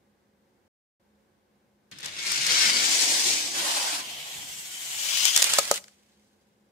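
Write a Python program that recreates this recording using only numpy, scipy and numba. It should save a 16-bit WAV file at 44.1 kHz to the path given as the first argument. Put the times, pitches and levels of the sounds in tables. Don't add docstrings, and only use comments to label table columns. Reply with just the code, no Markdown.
import sys
import numpy as np
from scipy import signal
from scipy.fft import rfft, irfft
from scipy.io import wavfile
from numba import njit

SR = 44100
rng = np.random.default_rng(int(sys.argv[2]) if len(sys.argv) > 2 else 0)


def master_out(mix):
    frames = np.transpose(np.atleast_2d(mix))
    ceiling = np.clip(frames, -1, 1)
    pcm = np.round(ceiling * 32767).astype(np.int16)
    wavfile.write(sys.argv[1], SR, pcm)


N = 296307
T = np.arange(N) / SR
FREQS = np.fft.rfftfreq(2 * N, 1 / SR)

# f/Hz, relative level/dB
AIR_COLOUR = [(18, -65), (30, -41.5), (64, -12), (171, -13), (205, -8), (320, -14), (355, -8), (394, -13.5),
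              (524, -11.5), (581, -23), (794, -16), (1340, -23.5), (1560, -22), (2430, -28), (15000, -39)]
AIR_DB, AIR_WAVER_DB = -68.5, 0.34
# f/Hz, width of each of two filter passes/Hz, level/dB
HUM_BANDS = [(204.7, 17, -76), (365, 60, -83), (552, 57, -80), (1570, 220, -90), (2150, 250, -92.5)]
HUM_TONE_HZ, HUM_TONE_DB = 210, -77
# from t/s, to t/s
DROPOUT = (.678, 1)

# t/s, relative level/dB
FAR_CLICKS = [(1.9135, -39), (1.986, -33), (2.004, -35), (2.03, -34), (2.045, -30), (2.058, -21.5),
              (2.318, -14), (2.36, -22.5), (2.465, -14.5)]
CLICK_CONTACT_S, CLICK_DULL_HZ, CLICK_PAN_DB = .006, 6000, 3
# t/s, relative level/dB, left minus right/dB
NEAR_CLACKS = [(5.173, -14, 2.5), (5.2535, -6, 7), (5.3629, -2.5, 2.5), (5.3755, -6, -1.5),
               (5.421, -7.5, -.5), (5.425, -4.5, -5.5), (5.4423, -7.5, -5.5), (5.536, -8.5, -2.5),
               (5.586, -4.5, -2.5), (5.591, -10.5, 8.5), (5.6527, -21.5, -4.5), (5.7132, -5, -1.5),
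               (5.741, -20, 6), (5.7583, -21, 1.5)]
CLACK_CONTACT_S, CLACK_DULL_HZ = 0.0028, 11200
# t/s, relative level/dB
WHEEL_TAPS = [(5.841, -23), (5.881, -27.5)]
TAP_CONTACT_S, TAP_DULL_HZ = 0.0035, 930
# f/Hz, relative level/dB
IMPACT_COLOUR = [(240, -49.5), (400, -24.5), (2220, -7), (2840, -7.5), (4770, -2), (7550, 0.5), (10700, -6),
                 (11900, -11.5), (14600, -10), (15500, -20.5)]

# t/s, relative level/dB
WHEEL_LEVEL = [(1.93, -49.5), (1.96, -54), (2.07, -37), (2.1, -42), (2.33, -29), (2.46, -28), (2.47, -24.5),
               (2.7, -22), (2.73, -25.5), (3.02, -23), (3.22, -26), (3.27, -23.5), (3.53, -34.5),
               (3.55, -29.5), (3.75, -26.5), (3.99, -32.5), (4.03, -38.5), (4.74, -41), (5.26, -23),
               (5.33, -25.5)]
# t/s, left minus right/dB
CAR_BEARING = [(2.0, 0), (2.7, 2), (3.6, -1), (4.4, -1), (4.9, 0.5), (5.25, 6.5), (5.5, -2), (5.9, -2.5)]
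# f/Hz, relative level/dB
TOP_COLOUR = [(150, -23), (400, -10.5), (900, -12), (1800, -2), (3500, -1.5), (7000, -11), (10000, -19),
              (15000, -35)]
RAMP_COLOUR = [(180, -46), (300, -18), (500, -20), (950, -17.5), (1300, -11.5), (1750, -9.5), (2800, -7.5),
               (5100, -5.5), (8000, -11), (11500, -23.5), (15000, -30.5)]
SLOPE_COLOUR = [(180, -32), (300, -18), (480, -19), (750, -11), (1350, -16), (2250, -7), (3500, -5),
                (5900, -3), (8200, -6), (11500, -19), (15000, -23.5)]
DIP_COLOUR = [(180, -47), (300, -13), (460, -19), (640, -6), (1000, -6.5), (1400, -8), (2100, -7),
              (3000, -4.5), (5400, -5), (8200, -7), (11500, -16.5), (15000, -24)]
FOOT_COLOUR = [(180, -29), (300, -19), (460, -12), (750, -4), (1400, -12.5), (2100, -5.5), (3100, -3.5),
               (4800, -6), (7600, -7.5), (11200, -15.5), (13000, -13), (15000, -19)]
FLAT_COLOUR = [(180, -35.5), (300, -17.5), (460, -19.5), (700, -12), (1350, -12), (2100, -5.5), (3100, -4),
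               (4800, -7), (7400, -0.5), (11200, -12), (12700, -8.5), (15000, -17)]
APPROACH_COLOUR = [(180, -44), (300, -32), (460, -29), (750, -19.5), (1600, -15.5), (2200, -9.5),
                   (3150, -7), (4100, -9), (6700, -6), (9800, -16), (15000, -20.5)]
RUNOUT_COLOUR = [(180, -43.5), (350, -17), (650, -11.5), (1100, -9.5), (1900, -5.5), (3300, -2), (4600, -4),
                 (7300, -5), (15000, -17.5)]
# middle of entry t/s, handover/s, ring f/Hz, ring width/Hz, ring level/dB,
# right lags left/ms, room over direct/dB, spread of blow sizes/dB
TRACK_STRETCHES = [(1.8, .05, 3620, 400, -7, .42, 6.5, 7.5), (2.14, 0.16, 2210, 130, 1.5, 0.44, 5, 3.5),
                   (2.83, 0.23, 2250, 200, -12, 0.4, 10.5, 4), (3.532, 0.0096, 1020, 200, -12, .4, 8.5, 1),
                   (4.005, 0.027, 3134, 400, 4, 0.29, 13, 2.5), (4.35, 0.38, 3113, 403, -4, 0.26, 10, 2.5),
                   (5.0, 0.27, 3167, 500, -1, 0.31, 3, 3.5), (5.37, 0.12, 2170, 300, -13, -0.12, 3.5, 4.5)]
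GATE_S, COAST_DB, COAST_FADE_DB_PER_S = 5.304, -26, 6
CAUGHT_S, CAUGHT_DROP_DB, CAUGHT_SLOWING_S = 5.58, 5.5, .08
STOP_S, STOP_FADE_DB_PER_S = 5.775, 892
CREEP_DB, CREEP_FADE_DB_PER_S = -63, 22.5

# t/s, relative level/dB
SPAN_LEVEL = [(1.92, -58.5), (2.89, -46), (3.23, -50), (3.27, -42.5), (3.35, -43.5), (3.4, -53),
              (3.53, -51), (3.57, -47), (4.31, -64), (4.37, -51), (4.69, -64.5), (5.29, -61), (5.3, -58)]
SPAN_SLACK_HZ, SPAN_STIFF_HZ = 144, 300
STIFF_FROM_S, STIFF_TO_S, STIFFEN_S = 2.62, 4.1, .3

# t/s, relative level/dB, push/s
HEAVY_BLOWS = [(5.363, -33, 0.00025), (5.4225, -35, .0003), (5.536, -29, .0003), (5.5858, -18.5, .0003),
               (5.5874, -14.5, 0.00037), (5.7132, -9.5, 0.00058)]
# f/Hz, relative level/dB, t60/s
BODY_MODES = [(200, -21, 0.052), (467, -14.5, 0.088), (568, -0.5, 0.048), (650, -3.5, .035),
              (747, -4.5, 0.023), (830, -6, 0.031), (1009, -8, .03), (1253, -1.5, 0.045),
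              (1830, -20.5, .05), (2550, -17, .03)]

# f/Hz, correlation
MIC_LIKENESS = [(60, 1), (170, 0.73), (300, .7), (450, 0.35), (650, .55), (1200, -0.27), (2000, 0.24),
                (3500, 0.082)]
# f/Hz, left minus right/dB
MIC_DIFFERENCE = [(300, 0), (2000, -.5), (5500, 4.5), (8500, -1), (13000, -0.5)]
ROOM_T60_S, TOP_HZ = 0.32, 15600
CEILING = .85


def undb(db):
    return 10 ** (np.asarray(db) / 20)


def unit(x):
    return x / np.sqrt(np.mean(x ** 2))


def curves(table):
    s, *columns = np.transpose(table)
    return [np.interp(T, s, column) for column in columns]


def along(points, hz):
    f, value = np.transpose(points)
    return np.interp(np.log(hz + 1), np.log(f), value)


def pan(db):
    return undb(np.array([[.5], [-.5]]) * db)


def convolve(x, response):
    return signal.fftconvolve(np.atleast_2d(x), np.atleast_2d(response), axes=1)[:, :N]


def colour(x, points, size=2048):
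    gain = undb(along(points, np.fft.rfftfreq(size, 1 / SR)))
    cepstrum = irfft(np.log(gain))
    cepstrum[1:size // 2] *= 2
    cepstrum[size // 2 + 1:] = 0
    response = irfft(np.exp(rfft(cepstrum)))
    return convolve(x, response / np.linalg.norm(response))


@njit
def svf(x, hz, width):
    y, band, low = np.empty(len(x)), 0., 0.
    for i in range(len(x)):
        g = np.tan(np.pi * hz[i] / SR)
        damping = width[i] / hz[i]
        v = (band + g * (x[i] - low)) / (1 + g * (g + damping))
        band = 2 * v - band
        low = low + 2 * g * v
        y[i] = damping * v
    return y


def resonate(x, hz, width):
    return svf(x, hz * np.ones(N), width * np.ones(N))


def resonate_twice(x, hz, width):
    return resonate(resonate(x, hz, width), hz, width)


def diffuse(size):
    mid, side = rfft(rng.standard_normal((2, size)))
    alike = np.clip(along(MIC_LIKENESS, np.fft.rfftfreq(size, 1 / SR)), -1, 1)
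    common = mid * np.sqrt(1 + alike)
    opposed = np.array([[1], [-1]]) * side * np.sqrt(1 - alike)
    return unit(irfft(common + opposed, size))


def wobble(rate):
    knots = rng.standard_normal(4096)
    return unit(np.interp(T * rate, np.arange(len(knots)), knots))


def room(early_s=0.0058, early_db=4, size=16384):
    t = T[:size]
    early = np.exp(-t / early_s)
    late = undb(-60 * t / ROOM_T60_S) * (1 - np.exp(-t / 0.0065))
    return diffuse(size) * unit(undb(early_db) * early + late) / np.sqrt(size)


def moving_room(x, count=12):
    weights = np.array([wobble(40) for _ in range(count)])
    weights /= np.sqrt(np.sum(weights ** 2, axis=0))
    return sum(weight * convolve(x, room()) for weight in weights)


def still_room():
    hum = 0
    for hz, width, db in HUM_BANDS:
        hum = hum + undb(db) * unit(resonate_twice(rng.standard_normal(N), hz, width))
    tone = undb(HUM_TONE_DB) * unit(np.sin(2 * np.pi * HUM_TONE_HZ * T))
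    air = unit(colour(diffuse(N), AIR_COLOUR)) * undb(AIR_DB + AIR_WAVER_DB * wobble(9))
    return air + hum + tone


def clacks(gain_db=-6, ring_s=.007, ring_db=-13, tail_db=-13):
    blows = [(s, db, CLICK_PAN_DB, CLICK_CONTACT_S, CLICK_DULL_HZ) for s, db in FAR_CLICKS]
    blows += [(s, db, pan_db, CLACK_CONTACT_S, CLACK_DULL_HZ) for s, db, pan_db in NEAR_CLACKS]
    blows += [(s, db, 0, TAP_CONTACT_S, TAP_DULL_HZ) for s, db in WHEEL_TAPS]
    out = np.zeros((2, N))
    for s, db, pan_db, contact_s, dull_hz in blows:
        pole = np.exp(-2 * np.pi * dull_hz / SR)
        burst = signal.lfilter([1 - pole], [1, -pole], diffuse(size=4096))
        t, start = T[:burst.shape[1]], int(s * SR)
        envelope = np.exp(-(t / contact_s) ** 4) + undb(ring_db) * np.exp(-t / ring_s)
        out[:, start:start + len(t)] += burst * envelope * undb(db + gain_db) * pan(pan_db)
    out = colour(out, IMPACT_COLOUR)
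    return out + undb(tail_db) * convolve(out, room())


def contacts(rate, spread_db, chatter_db):
    hit = rng.random(N) < rate / SR
    size = undb(spread_db * np.minimum(rng.exponential(size=N), 5))
    sign = rng.choice([-1, 1], N)
    return unit(hit * size * sign * undb(chatter_db * wobble(110)))


def stopped_s():
    return np.maximum(T - STOP_S, 0)


def rattle_db():
    (run_db,) = curves(WHEEL_LEVEL)
    caught = np.clip((T - CAUGHT_S) / CAUGHT_SLOWING_S, 0, 1)
    coast_db = COAST_DB - COAST_FADE_DB_PER_S * (T - GATE_S) - CAUGHT_DROP_DB * caught
    moving_db = np.where(T < GATE_S, run_db, coast_db)
    stopping_db = moving_db - STOP_FADE_DB_PER_S * stopped_s()
    creep_db = CREEP_DB - CREEP_FADE_DB_PER_S * stopped_s()
    return np.maximum(stopping_db, creep_db)


def rolling(gain_db=2):
    level_db, (pan_db,) = rattle_db(), curves(CAR_BEARING)
    colours = [TOP_COLOUR, RAMP_COLOUR, SLOPE_COLOUR, DIP_COLOUR,
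               FOOT_COLOUR, FLAT_COLOUR, APPROACH_COLOUR, RUNOUT_COLOUR]
    entered = [np.clip((T - row[0]) / row[1] + .5, 0, 1) for row in TRACK_STRETCHES] + [0]
    direct, scattered = 0, 0
    for k, spectrum in enumerate(colours):
        _, _, hz, width, ring_db, lag_ms, wet_db, spread_db = TRACK_STRETCHES[k]
        blows = contacts(rate=3500, spread_db=spread_db, chatter_db=1.52)
        ringing = blows + undb(ring_db) * resonate(blows, hz, width)
        strip = unit(colour(ringing, spectrum))[0]
        share = np.clip(entered[k] - entered[k + 1], 0, 1)
        strip = strip * np.sqrt(share / (1 + undb(wet_db) ** 2))
        lag = int(round(lag_ms * SR / 1000))
        direct = direct + np.array([strip, np.roll(strip, lag)])
        scattered = scattered + undb(wet_db) * strip
    return (direct + moving_room(scattered)) * undb(level_db + gain_db) * pan(pan_db)


def drumming(gain_db=-1, broad_db=-5, span_share=0.79, release_db_per_s=150):
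    level_db = curves(SPAN_LEVEL)[0] - release_db_per_s * stopped_s()
    stiff = np.clip(np.minimum(T - STIFF_FROM_S, STIFF_TO_S - T) / STIFFEN_S, 0, 1)
    hz = SPAN_SLACK_HZ + (SPAN_STIFF_HZ - SPAN_SLACK_HZ) * stiff
    blows = contacts(rate=690, spread_db=3.0, chatter_db=-0.5)
    span = unit(resonate_twice(blows, hz, span_share * hz))
    frame = unit(resonate_twice(blows, 180, 270))
    drum = unit(moving_room(span + undb(broad_db) * frame, count=4))
    return drum * undb(level_db + gain_db)


def knocks(tail_db=-16, low_hz=200):
    push = 0
    for s, db, push_s in HEAVY_BLOWS:
        push = push + undb(db) * np.exp(-8 * ((T - s) / push_s) ** 2) / (push_s * SR)
    t = T[:SR // 4]
    ring = sum(undb(db - 60 * t / t60) * np.cos(2 * np.pi * hz * t) for hz, db, t60 in BODY_MODES)
    bass_cut = signal.butter(2, low_hz, "high", fs=SR, output="sos")
    body = signal.sosfilt(bass_cut, convolve(push, ring))
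    return body + undb(tail_db) * convolve(body, room())


def scene():
    released = np.clip((T - 1.914) / 0.0012, 0, 1)
    cars = (rolling() + drumming()) * released
    return still_room() + clacks() + cars + knocks()


def record(dry):
    heard = irfft(rfft(dry, 2 * N) * pan(along(MIC_DIFFERENCE, FREQS)))[:, :N]
    live = np.clip(np.maximum(DROPOUT[0] - T, T - DROPOUT[1]) / .003 + 1, 0, 1)
    rounded = CEILING * np.tanh(heard * live / CEILING)
    top_cut = signal.ellip(10, .1, 60, TOP_HZ, fs=SR, output="sos")
    return signal.sosfiltfilt(top_cut, rounded)


dry = scene()
out = record(dry)
master_out(out)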